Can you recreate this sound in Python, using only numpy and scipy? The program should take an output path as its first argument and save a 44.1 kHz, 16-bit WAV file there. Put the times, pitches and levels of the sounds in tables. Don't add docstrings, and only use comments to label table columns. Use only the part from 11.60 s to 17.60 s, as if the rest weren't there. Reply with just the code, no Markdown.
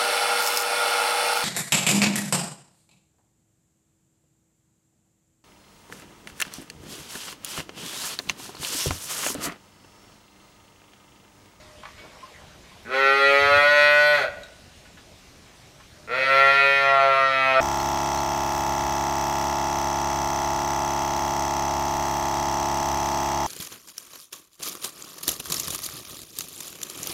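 import sys
import numpy as np
from scipy import signal
from scipy.fft import rfft, irfft, next_fast_len
from scipy.io import wavfile
from scipy.ndimage import uniform_filter1d, map_coordinates

SR = 44100
rng = np.random.default_rng(int(sys.argv[2]) if len(sys.argv) > 2 else 0)


def to_wav(s):
    ch = np.atleast_2d(s).T
    pcm = np.round(np.clip(ch, -1, 1) * 32767)
    wavfile.write(sys.argv[1], SR, pcm.astype(np.int16))


def boost_factor(decibels):
    exponent = np.asarray(decibels, float) / 20
    return 10 ** exponent


N = 264820

# time_s, effort_db, first_resonance_hz, second_resonance_hz, brightness_db
FIRST_MOO = [(1.244, -47, 440, 1650, -2), (1.29, -35.5, 423, 1400, -6.5), (1.339, -22.5, 490, 1390, -2.5),
             (1.67, -20.5, 533, 1330, 1), (1.95, -19, 620, 1430, -2.5), (2.2, -20.5, 630, 1460, 0),
             (2.53, -21.5, 635, 1494, -1), (2.63, -24.5, 594, 1510, -5), (2.68, -52, 580, 1410, -31)]
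SECOND_MOO = [(4.468, -44.5, 493, 1350, -2), (4.52, -29.5, 500, 1400, 0), (4.62, -26.5, 540, 1430, 3),
              (4.801, -21.5, 568, 1370, 2), (5.18, -25.5, 567, 1300, 6), (5.33, -19.5, 638, 1290, -7),
              (5.74, -24.5, 617, 1267, 0), (5.92, -16.5, 670, 1320, -8.5), (6.03, -27, 670, 1290, 2)]
# time_s, pitch_hz
FIRST_PITCH = [(1.24, 101.5), (1.298, 127.0), (1.334, 132.3), (1.388, 135.3), (1.772, 140.5),
               (2.102, 146.7), (2.51, 148.3), (2.572, 145.3), (2.68, 113)]
SECOND_PITCH = [(4.46, 96.5), (4.51, 121), (4.578, 132.3), (4.754, 136.1), (4.996, 138.8), (5.172, 138.2),
                (5.55, 135.0), (5.922, 132.4), (6.03, 130)]
# width_hz, lower_skirt_hz, upper_skirt_hz
MOUTH = [(96, 465, 730), (104, 820, 1360), (130, 1200, 2800)]
# centre_hz,
# width_hz, level_db
BESIDE_THIRD = [(2542, 214, -7.5)]
UPPER = [(3080, 414, -1.5), (3305, 210, 6.5), (4044, 186, 2), (4502, 173, -1.5), (5410, 115, -8.5),
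         (6237, 120, -11.5)]
SHEEN = [(7050, 360, -2), (8510, 430, -1), (9520, 270, -2), (9830, 420, -3.5), (11570, 440, 0),
         (11810, 410, -1), (12950, 1300, -9)]
# frequency_hz, t60_s
PEN_T60 = [(150, 1), (600, 0.74), (1500, 0.74), (3000, 0.77), (10000, 0.11)]
# centre_hz, width_hz, level_over_tail_db
PEN_MODES = [(620, 43.5, 9), (1460, 42, 7.5)]
# delay_s, level_db
WALLS = [(.0043, -2.5), (.0091, -3), (.0147, -6), (.023, -5.5), (.034, -5), (0.05, -6.5)]
WALLS_LATER = [(.0044, -5), (.0088, -13.5), (.0147, -16), (.023, -12), (.034, -10), (0.05, -14.5)]
# start_s, peak_db, pitch_hz, t60_s, ring_share (0-1)
KNOCKS = [(.233, -24, 1100, 0.027, 0.33), (0.237, -25, 1120, 0.02, 0.6), (0.2531, -23, 1160, 0.04, 0.3),
          (0.379, -40, 2240, 0.29, 0.36), (.445, -40, 620, 0.06, 0.6), (0.627, -37, 1046, 0.19, 0.9),
          (1.231, -52, 8900, 0.055, 0), (2.834, -25, 3820, 0.014, 0.5), (3.251, -43, 1470, 0.18, 0.2),
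          (3.372, -39.5, 1450, 0.11, 0.26), (3.51, -42, 660, 0.08, 0.7), (3.86, -45, 1420, 0.11, 0.1),
          (4.07, -48, 3040, .08, 0), (4.199, -38, 1080, 0.082, 0.34)]
# start_s, length_s, pitch_hz, level_db
FAR_CALLS = [
    (-.05, 0.32, 608, -50.5),
    (.3, 0.61, 607, -56),
    (4.1, 0.11, 603, -58),
    (4.35, 0.19, 602, -55),
]
# peak_s, level_db, fade_s
SCUFFS = [
    (.25, -53, 0.018),
    (.4, -44, 0.13),
    (.62, -58, .2),
    (1.05, -55, 0.13),
]
# frequency_hz, density_db (dB per Hz)
YARD_SPECTRUM = [(15, -34), (25, -12), (69, -5), (148, -9), (169, -9), (233, -12), (267, -13.5),
                 (368, -14.5), (469, -17.5), (647, -16), (894, -20), (3340, -21), (6370, -24.5),
                 (15500, -41)]
STRAW_SPECTRUM = [(120, -37), (200, -8.5), (612, -4), (759, -8), (1050, -5.5), (1680, -12), (2140, -9),
                  (5000, -23.5), (6500, -54), (11000, -120)]
# time_s, peak_db
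PUFFS = [
    (1.82, -33),
    (1.86, -28),
    (1.92, -27),
    (1.965, -24.5),
]
# frequency_hz, density_db (dB per Hz)
WIND_SPECTRUM = [(20, -22), (55, -7.0), (110, -17.0), (250, -14), (500, -40), (1500, -100)]

CLEAR, HOARSEST = .005, .1
STEADY_HZ_PER_S, HOARSE_PER_HZ_PER_S = 40, .00025
AIR_DB, AIR_HZ = -12, 6000
HUM_FULL_DB = -21.5
NASAL_AT_S, NASAL_S = 0.031, 0.021

FIRST_DB, SECOND_DB, THIRD_DB, UPPER_DB = -2.5, -0.63, -1, -12.5
THIRD_HZ, MOUTH_REST_HZ = 1917, 1400
THIRD_FOLLOWS, UPPER_FOLLOWS, UPPER_DRIFT = 0.071, 0.36, 0.0031
UPPER_BRIGHTENS = 0.61
SHUT_DB, OPENING_S = -10, 0.023
TURNING_DB, TURNING_FROM_HZ = 3, 5000

KNOCK_ROOM_DB = -1
FAR_FADE_S, SCUFF_RISE_S = 0.045, 0.02
STRAW_DB, STRAW_UNTIL_S = -49.5, 1.29
YARD_DB = -50.5
MEMBRANE_HZ = 95


def unit(x):
    return x / np.sqrt(np.mean(x ** 2) + 1e-20)


def along(points, hz):
    f, v = np.transpose(points)
    return np.interp(np.log(hz + 1), np.log(f + 1), v)


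def curves(rows):
    s, *cols = np.transpose(rows)
    t = np.arange(N) / SR
    gate = np.clip(np.minimum(t - s[0], s[-1] - t) / .004, 0, 1)
    return [np.interp(t, s, c) for c in cols] + [gate]


def wobble(rate):
    knots = rng.standard_normal(int(N * rate / SR) + 4)
    return map_coordinates(knots, [np.arange(N) * rate / SR])


def filtered(x, response):
    m = next_fast_len(N + SR // 2)
    return irfft(rfft(x, m) * response(np.fft.rfftfreq(m, 1 / SR)), m)[:N]


def resonances(modes):
    def mode(f, centre, width, db):
        return boost_factor(db) * 1j * f * width / (centre * centre - f * f + 1j * f * width)
    return lambda f: sum((-1) ** k * mode(f, *m) for k, m in enumerate(modes))


def patches(shape, across, over):
    field = uniform_filter1d(rng.standard_normal(shape), across, axis=0)
    return unit(uniform_filter1d(field, over, axis=1))


def rush(spectrum, patchy_db):
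    z = signal.stft(rng.standard_normal(N), nperseg=512)[2]
    noise = signal.istft(z * boost_factor(patchy_db * patches(z.shape, 6, 12)), nperseg=512)[1][:N]
    return unit(filtered(noise, lambda hz: boost_factor(along(spectrum, hz))))


def moo(pitch, controls, sheen_db, upper_grows_db, hum_db, hum_grows_db, nasal_db):
    pitch_hz = uniform_filter1d(curves(pitch)[0], size=SR // 30)
    effort_db, *_, gate = curves(controls)
    glide = np.abs(np.gradient(pitch_hz) * SR)
    hoarse = np.clip(CLEAR + HOARSE_PER_HZ_PER_S * (glide - STEADY_HZ_PER_S), CLEAR, HOARSEST)
    cycles = np.cumsum(pitch_hz * (1 + .0004 * wobble(12) + .0002 * wobble(60))) / SR

    whole = np.arange(1, int(cycles[-1]))
    chance = rng.standard_normal((2000, 2))[:len(whole)]
    at = np.interp(whole, cycles, np.arange(N))
    loose = hoarse[at.astype(int)]
    at = at + .0008 * SR * loose * chance[:, 0]
    size = boost_factor(10 * loose * chance[:, 1])

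    index = at.astype(int)[:, None] + np.arange(-8, 9)
    offset = index - at[:, None]
    shape = np.sinc(offset) * np.cos(np.pi * offset / 18) ** 2
    claps = np.bincount(np.clip(index, 0, N - 1).ravel(), (size[:, None] * shape).ravel(), N)

    puffs = np.exp(-3 * (cycles % 1)) * rng.standard_normal(N)
    source = np.sqrt(1 - hoarse ** 2) * unit(claps) + hoarse * unit(puffs)
    air = filtered(unit(puffs), lambda hz: 1 / (1 + (AIR_HZ / (hz + 1)) ** 4))
    source = source + boost_factor(AIR_DB + 2.2 * wobble(15)) * air

    age_s = np.arange(N) / SR - controls[0][0]
    chest_db = np.minimum(effort_db - HUM_FULL_DB, 0) + hum_db + hum_grows_db * age_s
    chest = boost_factor(chest_db) * np.sqrt(2) * np.sin(2 * np.pi * cycles)
    nasal = boost_factor(nasal_db) * np.exp(-((age_s - NASAL_AT_S) / NASAL_S) ** 2) * np.sin(2 * 2 * np.pi * cycles)
    return throat(gate * source, controls, sheen_db, upper_grows_db), gate * (chest + nasal)


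def throat(source, controls, sheen_db, upper_grows_db):
    s, *cols = np.transpose(controls)
    starts = np.arange(round(s[0] * SR) - 256, min(round(s[-1] * SR), N), 256)
    pieces = np.pad(source, (0, 1024))[starts[:, None] + np.arange(512)]
    pieces = pieces * signal.get_window("hann", 512)
    middle_s = (starts + 256) / SR
    effort_db, first_hz, second_hz, bright_db = [np.interp(middle_s, s, c)[:, None] for c in cols]

    age_s = starts[:, None] / SR - s[0]
    shut_db = SHUT_DB * np.exp(-(age_s / OPENING_S) ** 2 / 2)
    upper_db = UPPER_DB + UPPER_BRIGHTENS * bright_db + upper_grows_db * age_s + shut_db
    moved = second_hz / MOUTH_REST_HZ
    stretch = moved ** UPPER_FOLLOWS * (1 + UPPER_DRIFT * wobble(4.15)[starts, None])
    f = np.fft.rfftfreq(2048, 1 / SR)

    def skirts(low, high):
        return (1j * f / (low + 1j * f)) ** 3 / (1 + 1j * f / high) ** 3

    def level(h, db):
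        return boost_factor(effort_db + db) * h / np.sqrt(np.mean(np.abs(h) ** 2, axis=-1, keepdims=True))

    shape = level(resonances(UPPER)(f / stretch) * skirts(3300, 6000), upper_db)
    fine_db = upper_db + upper_grows_db * age_s + sheen_db
    shape = shape + level(resonances(SHEEN)(f / stretch) * skirts(6000, 15000), fine_db)
    centres_hz = [first_hz, second_hz, THIRD_HZ * moved ** THIRD_FOLLOWS]
    levels_db = [FIRST_DB, SECOND_DB, THIRD_DB + bright_db]
    extras = [[], [], BESIDE_THIRD]
    for hz, db, extra, (width, low, high) in zip(centres_hz, levels_db, extras, MOUTH):
        modes = [(hz, width, 0), *extra]
        shape = shape + level(resonances(modes)(f) * skirts(low, high), db)

    rung = irfft(rfft(pieces, 2048) * shape, 2048)
    return np.bincount((starts[:, None] + np.arange(2048)).ravel(), rung.ravel(), N + 4096)[:N]


def turning(x):
    hz, _, z = signal.stft(x, SR, nperseg=512)
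    beaming = 1 / (1 + (TURNING_FROM_HZ / (hz[:, None] + 1)) ** 6)
    gain = boost_factor(TURNING_DB * beaming * patches(z.shape, 3, 14))
    return signal.istft(z * gain, SR, nperseg=512)[1][:N]


def pen(x, walls, wet_db, signs):
    hz, t, z = signal.stft(rng.standard_normal(SR), SR, nperseg=256)
    tail = signal.istft(z * boost_factor(-60 * t / along(PEN_T60, hz)[:, None]), SR, nperseg=256)[1]
    tail = tail * (1 - np.exp(-np.arange(len(tail)) / SR / 0.0022))
    tail = tail / np.linalg.norm(tail)
    answer = boost_factor(wet_db) * (tail + filtered(tail, resonances(PEN_MODES))[:len(tail)])
    answer[0] += 1
    for delay, db in walls:
        answer[round(delay * SR)] += boost_factor(db) * rng.choice(signs)
    return signal.fftconvolve(x, answer / np.linalg.norm(answer))[:N]


def knocks():
    out = np.zeros(N + SR)
    t = np.arange(SR // 3) / SR
    for s, db, hz, t60, share in KNOCKS:
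        band = signal.butter(2, [hz * .6, hz * 1.9], "bandpass", fs=SR, output="sos")
        burst = unit(signal.sosfilt(band, rng.standard_normal(len(t))))
        share = np.clip(share, 0, 1)
        ring = share * np.sin(2 * np.pi * hz * t) + (1 - share) * burst / 2
        envelope = boost_factor(db - 60 * t / t60) * (1 - np.exp(-t * hz / 1.5))
        out[round(s * SR):][:len(t)] += envelope * ring
    return out[:N]


def far_cow():
    t = np.arange(N) / SR
    unsteady = 2 * np.pi * np.cumsum(4 * wobble(24)) / SR
    calls = np.zeros(N)
    for s, length, hz, db in FAR_CALLS:
        fade = np.clip(np.minimum(t - s, s + length - t) / FAR_FADE_S + .5, 0, 1)
        calls += boost_factor(db) * fade * np.sin(2 * np.pi * hz * t + unsteady)
    return boost_factor(-2.5 + 1.3 * wobble(16)) * calls


def straw():
    t = np.arange(N) / SR
    bustle = boost_factor(STRAW_DB) * np.clip((STRAW_UNTIL_S - t) * 10, 0, 1)
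    for s, db, fade in SCUFFS:
        bustle = bustle + boost_factor(db) * np.exp(-np.abs(t - s) / np.where(t < s, SCUFF_RISE_S, fade))
    return boost_factor(-6.5) * bustle * rush(STRAW_SPECTRUM, patchy_db=4.5)


def breeze():
    t = np.arange(N) / SR
    push = sum(boost_factor(db - 6.5) * np.exp(-((t - s - .008) / 0.015) ** 2) for s, db in PUFFS)
    swing = push * np.sin(2 * np.pi * MEMBRANE_HZ * t)
    return swing + 0.96 * push * rush(WIND_SPECTRUM, patchy_db=8.0)


def yard():
    return boost_factor(YARD_DB) * rush(YARD_SPECTRUM, patchy_db=1.7)


def scene():
    first, first_hum = moo(FIRST_PITCH, FIRST_MOO, sheen_db=-21.5, upper_grows_db=2,
                           hum_db=-72, hum_grows_db=17.5, nasal_db=-43)
    second, second_hum = moo(SECOND_PITCH, SECOND_MOO, sheen_db=-21.5, upper_grows_db=-1.0,
                             hum_db=-45.5, hum_grows_db=-2.0, nasal_db=-61)
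    small = knocks()
    voices = pen(first + boost_factor(KNOCK_ROOM_DB) * small, WALLS, wet_db=-11.5, signs=[-1, 1])
    voices = voices + pen(second, WALLS_LATER, wet_db=-8.5, signs=[1])
    near = turning(voices) + first_hum + second_hum + 0.53 * small
    return (near + far_cow() + straw() + breeze() + yard())[None]


def top_cut(x):
    return signal.sosfilt(signal.butter(12, 15620, fs=SR, output="sos"), x)


def record(dry):
    limited = filtered(dry[0], lambda hz: hz < 15650)[None]
    return top_cut(limited)


dry = scene()
out = record(dry)
to_wav(out)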